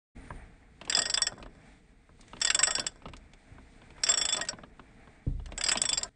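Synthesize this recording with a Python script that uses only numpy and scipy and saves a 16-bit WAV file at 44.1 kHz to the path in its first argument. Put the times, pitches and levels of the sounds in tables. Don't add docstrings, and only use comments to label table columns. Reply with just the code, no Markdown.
import sys
import numpy as np
from scipy import signal
from scipy.fft import rfft, irfft
from scipy.io import wavfile
from scipy.ndimage import uniform_filter1d

SR = 44100
rng = np.random.default_rng(int(sys.argv[2]) if len(sys.argv) > 2 else 0)


def wav_out(sig):
    wavfile.write(sys.argv[1], SR, np.round(np.clip(np.atleast_2d(sig).T, -1, 1) * 32767).astype(np.int16))


N = 271215
LENGTH = 6144

# [t/s, rumble level/dB, traffic level/dB, hiss level/dB]
AIR_LEVELS = [(.15, -47, -59.5, -68.5), (.32, -50, -55.5, -67.5), (.65, -57.5, -68.5, -75.5),
              (1.0, -54.5, -60, -71.5), (1.5, -53, -66.5, -76), (1.679, -55.5, -61.5, -66.5),
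              (1.998, -61, -73, -79), (2.3, -56, -65, -65.5), (2.65, -51, -62.5, -60.5),
              (3.099, -56.5, -68.5, -78), (3.4, -59, -66, -71.5), (3.9, -54.5, -61.5, -68.5),
              (4.3, -57, -51, -68.5), (4.65, -56.5, -66.5, -76), (4.999, -55, -63, -70),
              (5.24, -59.5, -62.5, -73), (5.32, -59, -77.5, -72), (5.8, -51.5, -56.5, -75.5),
              (6.08, -52, -65.5, -65.5)]
# [f/Hz, level/dB per Hz]
RUMBLE_SPECTRUM = [(12, -31.5), (20, 2), (43, 1), (97, -8), (269, -10), (382, -26.5), (443, -13),
                   (500, -19), (650, -55.5), (1100, -120)]
TRAFFIC_SPECTRUM = [(180, -30.5), (300, -0.5), (380, -13), (545, -18), (616, -0.5), (839, -3), (978, -11),
                    (1780, -6), (2300, -5.5), (3030, -24), (3500, -30.5), (4550, -53), (7700, -120)]
HISS_SPECTRUM = [(1180, -37.5), (2000, -2), (2170, -8.5), (3010, -11.5), (3440, -7.5), (5740, -16),
                 (8850, -12.5), (9200, -13.5), (12000, -51), (20200, -120)]
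TRAFFIC_WAVER_DB, OTHER_WAVER_DB = 2.0, 1.5

WHISTLE_S, WHISTLE_SAG_S, WHISTLE_END_S = 0.17, .36, 0.437
WHISTLE_HZ, WHISTLE_SAG_HZ_PER_S, WHISTLE_DB = 9050, 5100, -68

# [t/s, level/dB]
BUMPS = [(.304, -41), (3.061, -44), (3.51, -49.5), (5.266, -27)]
# [f/Hz, relative level/dB, t60/s]
PANEL_MODES = [(37.5, -1.5, 1), (65, -4.5, 0.93), (91, -4, 0.18), (137.4, 0.5, 0.2), (188, -2, 0.087),
               (271.7, -6.5, 0.18), (486, -10, 0.039)]
# [lower edge f/Hz, relative level/dB, t60/s]
SHUDDER_BANDS = [(30, -16.5, 0.47), (58.6, -9, 0.55), (118, -14, 0.14), (233, -50, 0.054)]

# [f/Hz, relative level/dB, t60/s before damping]
RAIL_MODES = [(430, -8, .05), (640, 0, .06), (720, -2, .04), (850, -4, .03), (1010, -1, .05),
              (1270, -1, .04), (1545, 1, .04)]
# [f/Hz, relative level/dB, free t60/s]
STEEL_MODES = [
    [(1875, 0, .2), (1960, -12, .05)],
    [(3452, 0, .17), (3560, -8, .04), (3190, -8, .05)],
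    [(4980, 0, .055), (4880, -4, .04), (5090, -4, .05)],
    [(5535, 0, .1), (5310, -5, .05), (5440, -8, .05)],
    [(7478, 0, .085), (7580, -5, .06)],
    [(7725, 0, .08), (7860, -5, .04), (8020, -7, .06)],
]
# [f/Hz, relative level/dB, free t60/s]
TOP_MODE = [(9170, 0, .08)]

# [start t/s, loosest t/s, end t/s, top level/dB]
RATTLE_STROKES = [(0.829, 0.982, 1.68, -44.5), (2.33, 2.561, 3.43, -50), (3.961, 4.127, 4.7, -43),
                  (5.48, 5.726, 6.07, -46)]
RATTLE_IN_DB, RATTLE_OUT_DB = -22, -30

# [t/s, reference level/dB, brightness/dB]
KNOCKS = [(0.304, -30, -25), (0.813, -35, -0.5), (0.85, -46.5, 4.5), (0.875, -35, -4),
          (0.975, -24.5, -12.5), (1.321, -32, -18.5), (1.377, -42.5, -23), (1.398, -40, -23),
          (1.426, -37.5, 0), (1.46, -37, -12), (2.091, -48.5, -14.0), (2.194, -51.0, -9), (2.209, -64, 11),
          (2.23, -54, -0.5), (2.28, -60, 8), (2.332, -34.5, -4.5), (2.366, -40.5, -1), (2.403, -53.5, 9.5),
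          (2.782, -26.5, 1), (2.841, -34.5, -5), (3.02, -43.5, -5), (3.055, -31.5, -8), (3.084, -40.5, 0),
          (3.134, -39, 0.5), (3.166, -57.5, 9.5), (3.334, -52.5, 5), (3.582, -43, -11),
          (3.817, -46.5, -3.5), (3.904, -45.5, 0.5), (3.98, -44, -8.5), (4.344, -31.0, 3.5),
          (4.394, -28, -4.5), (4.45, -44.5, 6.5), (4.473, -47.5, 6), (4.53, -31.5, -6.5),
          (4.586, -36.5, -28.5), (4.634, -35.5, -8), (4.794, -37.5, -6), (5.073, -44.5, -8.5),
          (5.397, -44, -9), (5.458, -50.5, 7.0), (5.489, -43, -15.5), (5.52, -33.5, -1),
          (5.692, -33.5, -15), (5.754, -22.5, -2.5), (5.836, -34, 4.5), (5.918, -33.5, 0.5)]
MID_DB, HIGH_DB = -6, -21.5
HIGH_PER_BRIGHT = 2.9
THUMP_DB, THUMP_FOLLOWS = -52, 0.7

# [t/s, strength level/dB, 7.5-7.8 kHz pair over 5-5.5 kHz pair/dB,
#   upper over lower ring of the 5 kHz pair/dB, the same for the 7.5 kHz pair/dB,
#   3.45 kHz ring against the strength/dB, 1.9 kHz ring against its usual level/dB,
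#   jolt passed to socket and rail/dB, ring time as a share of the free t60]
SNAPS = [(0.8967, -24.5, 0.5, -4.5, -0.5, -20.5, 6, -0.5, 0.31),
         (0.9239, -30.5, 3, 3, 0.5, 0.5, -3, -4, 0.45), (0.9483, -19, -11.5, -19.5, -4.5, -15, 9, 3, 0.59),
         (0.97, -23.5, 1.5, -7.5, -0.5, -9.5, 3, 8, 0.48),
         (0.9891, -21, -1.5, -10, -0.5, -18.5, 12, 2, 0.33),
         (1.0176, -26, -0.5, -11.5, 18, -10, 5.5, -5.5, 0.6),
         (1.054, -29.0, -3, -1.5, 12.5, -24, 5, 7.5, 0.77), (1.0979, -26, -1.5, -2, 0, -19.5, -4, -3, 0.63),
         (1.1396, -21, -5.5, -10, 2.5, -15, -3, -5, 0.36), (1.1736, -26.5, 8.5, 8, 28, -1, 9, -1.5, 0.22),
         (1.2185, -20, 1.5, 10.5, 19, -17.5, 10.5, -7, 0.49),
         (1.267, -25, -2.5, 26.5, -5.5, -12, 10, -9.5, 0.31), (2.414, -23.5, -2, 13, 6.5, -10, 4, 0, 0.38),
         (2.4475, -21, 6, 1.5, 10, -9.5, 8, -4.5, 0.29), (2.4715, -26.5, -6.5, -8, -26, -7, 15.5, 2.5, 0.3),
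         (2.5011, -21.5, 0.5, -6, -4, -17.5, 4, 7, 0.37), (2.5458, -20.5, 7, 9.0, 12, -9.5, 3, -5.5, 0.27),
         (2.59, -22, -2, -0.5, -5.5, -21, 13.5, 5.5, 0.3), (2.6304, -17, 11.5, 9, 10, -23, 3, 4, 0.8),
         (2.6702, -24, 0, 0, 10, -15, 10, 1, 0.6), (2.7058, -25.5, 8.0, 6, -2.0, -19, 0, 7, 0.89),
         (2.7512, -23.5, 1, 1, 10.5, -20, -7, 0, 0.91), (2.795, -26.5, -4, 5.5, 10, -12, -5, -4.5, 0.56),
         (2.8652, -26.5, 1.5, 0, -3, -8, -5, -14, 0.15), (4.0348, -21, -6, 37, 1, -19, -8.5, 2.5, 0.37),
         (4.0655, -32.5, -7, 2.5, -0.5, -6, 0, 5.5, 1), (4.088, -20, 8, 3.5, -11.5, -13.5, 3, 8, 1),
         (4.118, -26.5, 0, 2, -15.5, -12, -9, 5.5, 0.19), (4.138, -24, 4.5, 16.5, 33, -6, 3, -10, 0.31),
         (4.173, -23, 6.5, 22, -5, -14, 2, -5, 1), (4.2124, -24.5, -2, 13, -6, -7.5, -2, 3, 0.72),
         (4.2514, -26, 3, 19.5, 2, -9, 1, -8, 0.36), (4.288, -29, 1.5, -4.0, -8, 1, 0, -1, 0.9),
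         (4.3239, -24, 2.5, 31, 4.0, -5, -8, -7, 0.5), (4.3647, -29, 3.5, 8, 11, -13.5, -6, 1.5, 0.31),
         (4.4104, -30.5, 2.5, -2, -10, -8, 11, 0, 0.59), (4.4861, -28, -1.5, 5, 2, -28, 1, 3, 0.18),
         (5.5771, -32.5, 10, 0.5, 5.5, -15, -10.5, 3, 0.45), (5.6102, -32, 0, -6.5, -2, -6, -4, 4, 0.27),
         (5.6379, -24, -0.5, -6, 15.5, -15.5, -10, 0.5, 0.34),
         (5.6624, -27, -3, -5, -12, -12.5, 0, 1, 0.64), (5.685, -22.5, -4, -22, 4, -33, 6, 8.5, 0.27),
         (5.7144, -23, 17, 17, 21.5, -17, 8, 7, 0.57), (5.7712, -29, -3.5, 7, 3, -4.5, -2.5, -9, 0.19),
         (5.816, -18, 12.5, 17, 29, -15.5, -21, -0.5, 0.37),
         (5.8526, -26, 8.5, 14, 16, -11.5, -23, -1.5, 0.52), (5.889, -25, 5, 37, 21, -4.5, -13, -13, 0.54),
         (5.929, -23, 0.5, -10.5, -23, -11, -7.5, 3, 0.48),
         (5.9733, -23.0, 2, -10.0, -31, -25, -3.5, -8.5, 0.37),
         (6.0116, -51, 8.0, 2, -2.0, -4, -3, -5, 0.34), (6.0307, -26.5, 5, 12, -26, -42, -3.5, -2, 0.18)]
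CHATTER_S, CHATTER_SPREAD = 0.0042, 0.35
CRACK_DB = -8
LOW_RING_DB, CLACK_DB, RAIL_DB = -46.5, -39, -44
SCATTER_DB = 5.5

START_S, END_S, END_DROP_DB = 0.1494, 6.092, -14
CUTOFF_HZ = 9250


def from_db(db):
    return 10 ** (np.asarray(db) / 20)


def share_db(lean_db):
    lower = -10 * np.log10(1 + from_db(lean_db) ** 2)
    return lower, lower + lean_db


def band(x, low_hz, high_hz):
    return signal.sosfilt(signal.butter(2, [low_hz, high_hz], "band", fs=SR, output="sos"), x)


def ring(push, hz, t60):
    radius = from_db(-60 / (t60 * SR))
    w = 2 * np.pi * hz / SR
    return signal.lfilter([0, np.sin(w)], [1, -2 * radius * np.cos(w), radius * radius], push + 1e-18)


def unit_loudness(rows):
    power = uniform_filter1d(rows[..., :1024] ** 2, size=256, axis=-1)
    return rows / np.sqrt(power.max(axis=-1, keepdims=True) + 1e-30)


def chatter(count, rise_s, fall_s):
    t = np.arange(LENGTH) / SR
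    noise = rng.standard_normal((count, LENGTH))
    return noise * (1 - np.exp(-t / rise_s)) * np.exp(-t / fall_s)


def body(force, modes, scatter_db, hold, detune):
    t = np.arange(LENGTH) / SR
    chance = rng.standard_normal((len(force), len(modes), 2))
    response = 0
    for k, (hz, db, t60) in enumerate(modes):
        level_db = db + scatter_db * chance[:, [k], 0] - 60 * t / (t60 * hold)
        mode_hz = hz * (1 + detune * chance[:, [k], 1])
        response = response + from_db(level_db) * np.sin(2 * np.pi * mode_hz * t)
    return unit_loudness(signal.fftconvolve(force, response, axes=1)[:, :LENGTH])


def place(times, rows):
    out = np.zeros(N + LENGTH)
    for s, row in zip(times, rows):
        start = round(s * SR)
        out[start:start + LENGTH] += row
    return out[:N]


def shaped_noise(spectrum, waver_db):
    hz, db = np.transpose(spectrum)
    log_hz = np.log(np.arange(1, N // 2 + 2) * SR / N)
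    colour = np.interp(log_hz, np.log(hz), db, left=-200, right=-200)
    noise = irfft(rfft(rng.standard_normal(N)) * from_db(colour), N)
    knots = np.arange(0, N + 2000, 2000)
    waver = np.interp(np.arange(N), knots, rng.standard_normal(len(knots)))
    noise = noise * from_db(waver_db * waver)
    return noise / noise.std()


def street():
    s, *levels = np.transpose(AIR_LEVELS)
    t = np.arange(N) / SR
    rumble, traffic, hiss = [from_db(np.interp(t, s, db)) for db in levels]
    out = rumble * shaped_noise(RUMBLE_SPECTRUM, OTHER_WAVER_DB)
    out += traffic * shaped_noise(TRAFFIC_SPECTRUM, TRAFFIC_WAVER_DB)
    return out + hiss * shaped_noise(HISS_SPECTRUM, OTHER_WAVER_DB)


def whistle():
    t = np.arange(N) / SR
    sag_time = np.clip(t - WHISTLE_SAG_S, 0, WHISTLE_END_S - WHISTLE_SAG_S)
    hz = WHISTLE_HZ - WHISTLE_SAG_HZ_PER_S * sag_time
    rough = signal.lfilter([1], [1, -.99], rng.standard_normal(N))
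    on = np.clip(np.minimum(t - WHISTLE_S, WHISTLE_END_S - t) / .02, 0, 1)
    tone = np.sin(2 * np.pi * np.cumsum(hz) / SR)
    return from_db(WHISTLE_DB) * on * tone * rough / rough.std()


def surroundings(x):
    t = np.arange(LENGTH) / SR
    tail = rng.standard_normal(LENGTH) * from_db(-60 * t / .08) * (t > .003)
    return signal.fftconvolve(x, band(tail, 300, 7000) / np.sqrt(np.sum(tail ** 2)))[:N]


def bump(s, level_db):
    push = np.zeros(N)
    push[round(s * SR)] = 1
    modes = sum(from_db(db) * ring(push, hz, t60) * (-1) ** k
                for k, (hz, db, t60) in enumerate(PANEL_MODES))
    after = np.arange(N) / SR - s
    noise = rng.standard_normal(N) * (after > 0)
    shudder = 0
    for low_hz, db, t60 in SHUDDER_BANDS:
        decay = from_db(db - 60 * np.maximum(after, 0) / t60)
        shudder = shudder + decay * band(noise, low_hz, 2 * low_hz) * np.sqrt(SR / low_hz)
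    return from_db(level_db) * (modes + shudder)


def rattle():
    hits = (rng.random(N) < 500 / SR) * rng.standard_normal(N)
    grains = hits * from_db(4.4 * np.minimum(rng.exponential(1, N), 4))
    rail = sum(from_db(db) * ring(grains, hz, t60 * .6) for hz, db, t60 in RAIL_MODES)
    steel = sum(from_db(db) * ring(grains, hz, t60 * 0.35)
                for modes in STEEL_MODES for hz, db, t60 in modes)
    sound = rail + from_db(-11.5) * steel + 3.8 * band(grains, 1500, 6000)
    t = np.arange(N) / SR
    level = 0
    for *times, db in RATTLE_STROKES:
        stroke_db = [db + RATTLE_IN_DB, db, db + RATTLE_OUT_DB]
        level = level + from_db(np.interp(t, times, stroke_db, left=-200, right=-200))
    return level * sound / sound.std()


def socket():
    s, knock_db, bright_db = np.array(KNOCKS).T[:, :, None]
    force = chatter(count=len(s), rise_s=0.0007, fall_s=0.0046)
    out = from_db(knock_db - 13) * body(force, RAIL_MODES, scatter_db=4, hold=.6, detune=.04)
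    knock = band(band(force, 350, 1600), 350, 1600)
    out += from_db(knock_db - 9.0) * unit_loudness(knock)
    mid_tick = band(band(force, 890, 3000), 1100, 4000)
    out += from_db(knock_db + MID_DB + bright_db) * unit_loudness(mid_tick)
    high_db = knock_db + HIGH_DB + HIGH_PER_BRIGHT * bright_db
    out += from_db(high_db) * unit_loudness(band(force, 4200, 9500))
    soft = chatter(count=len(s), rise_s=0.00086, fall_s=0.031)
    thump_db = THUMP_DB + THUMP_FOLLOWS * (knock_db - knock_db.mean())
    out += from_db(thump_db) * unit_loudness(band(soft, 110, 350))
    return place(s.ravel(), out)


def pawl():
    columns = np.array(SNAPS).T[:, :, None]
    s, db, tilt_db, lean5_db, lean7_db, mid_ring_db, low_ring_db, jolt_db, hold = columns
    chance = rng.standard_normal((len(s), 4)).T[:, :, None]
    fall_s = CHATTER_S * np.exp(CHATTER_SPREAD * chance[0])
    force = chatter(count=len(s), rise_s=.0016, fall_s=fall_s)
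    hold = np.clip(hold, .15, 2)

    pair5_db, pair7_db = share_db(tilt_db)
    lower5_db, upper5_db = share_db(lean5_db)
    lower7_db, upper7_db = share_db(lean7_db)
    ring_db = [LOW_RING_DB + low_ring_db, db + mid_ring_db,
               db + pair5_db + lower5_db, db + pair5_db + upper5_db,
               db + pair7_db + lower7_db, db + pair7_db + upper7_db]
    out = sum(from_db(level) * body(force, modes, scatter_db=3, hold=hold, detune=.003)
              for level, modes in zip(ring_db, STEEL_MODES))

    crack_db = db + CRACK_DB + SCATTER_DB * chance[1]
    out += from_db(crack_db - 19) * body(force, TOP_MODE, scatter_db=0, hold=hold, detune=0)
    out += from_db(crack_db - 9) * unit_loudness(band(force, 7600, 11000))
    out += from_db(crack_db - 11) * unit_loudness(band(force, 4000, 7400))

    to_next = np.diff(s, axis=0, append=np.inf)
    out *= from_db(-np.maximum(np.arange(LENGTH) / SR - to_next, 0) * 1600)

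    clack_db = CLACK_DB + jolt_db + SCATTER_DB * chance[2]
    out += from_db(clack_db) * unit_loudness(band(force, 1300, 3300))
    shake = chatter(count=len(s), rise_s=0.0039, fall_s=0.024)
    rail_db = RAIL_DB + jolt_db + SCATTER_DB * chance[3]
    out += from_db(rail_db) * body(shake, RAIL_MODES, scatter_db=5, hold=.7, detune=.03)
    return band(band(place(s.ravel(), out), 400, 16000), 400, 16000)


def scene():
    wrench = pawl() + socket() + rattle()
    reflections = from_db(-12.5) * surroundings(wrench)
    bumps = sum(bump(*row) for row in BUMPS)
    return (wrench + reflections + bumps + street() + whistle())[None]


def record(dry):
    t = np.arange(N) / SR
    gate = np.clip((t - START_S) / 0.014, 0, 1) * np.where(t < END_S, 1, from_db(END_DROP_DB))
    gated = dry * gate
    below = signal.sosfiltfilt(signal.ellip(8, .1, 25, CUTOFF_HZ, fs=SR, output="sos"), gated)
    skirt = signal.sosfilt(signal.butter(8, CUTOFF_HZ, fs=SR, output="sos"), gated - below)
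    return below + from_db(-24) * skirt


dry = scene()
out = record(dry)
wav_out(out)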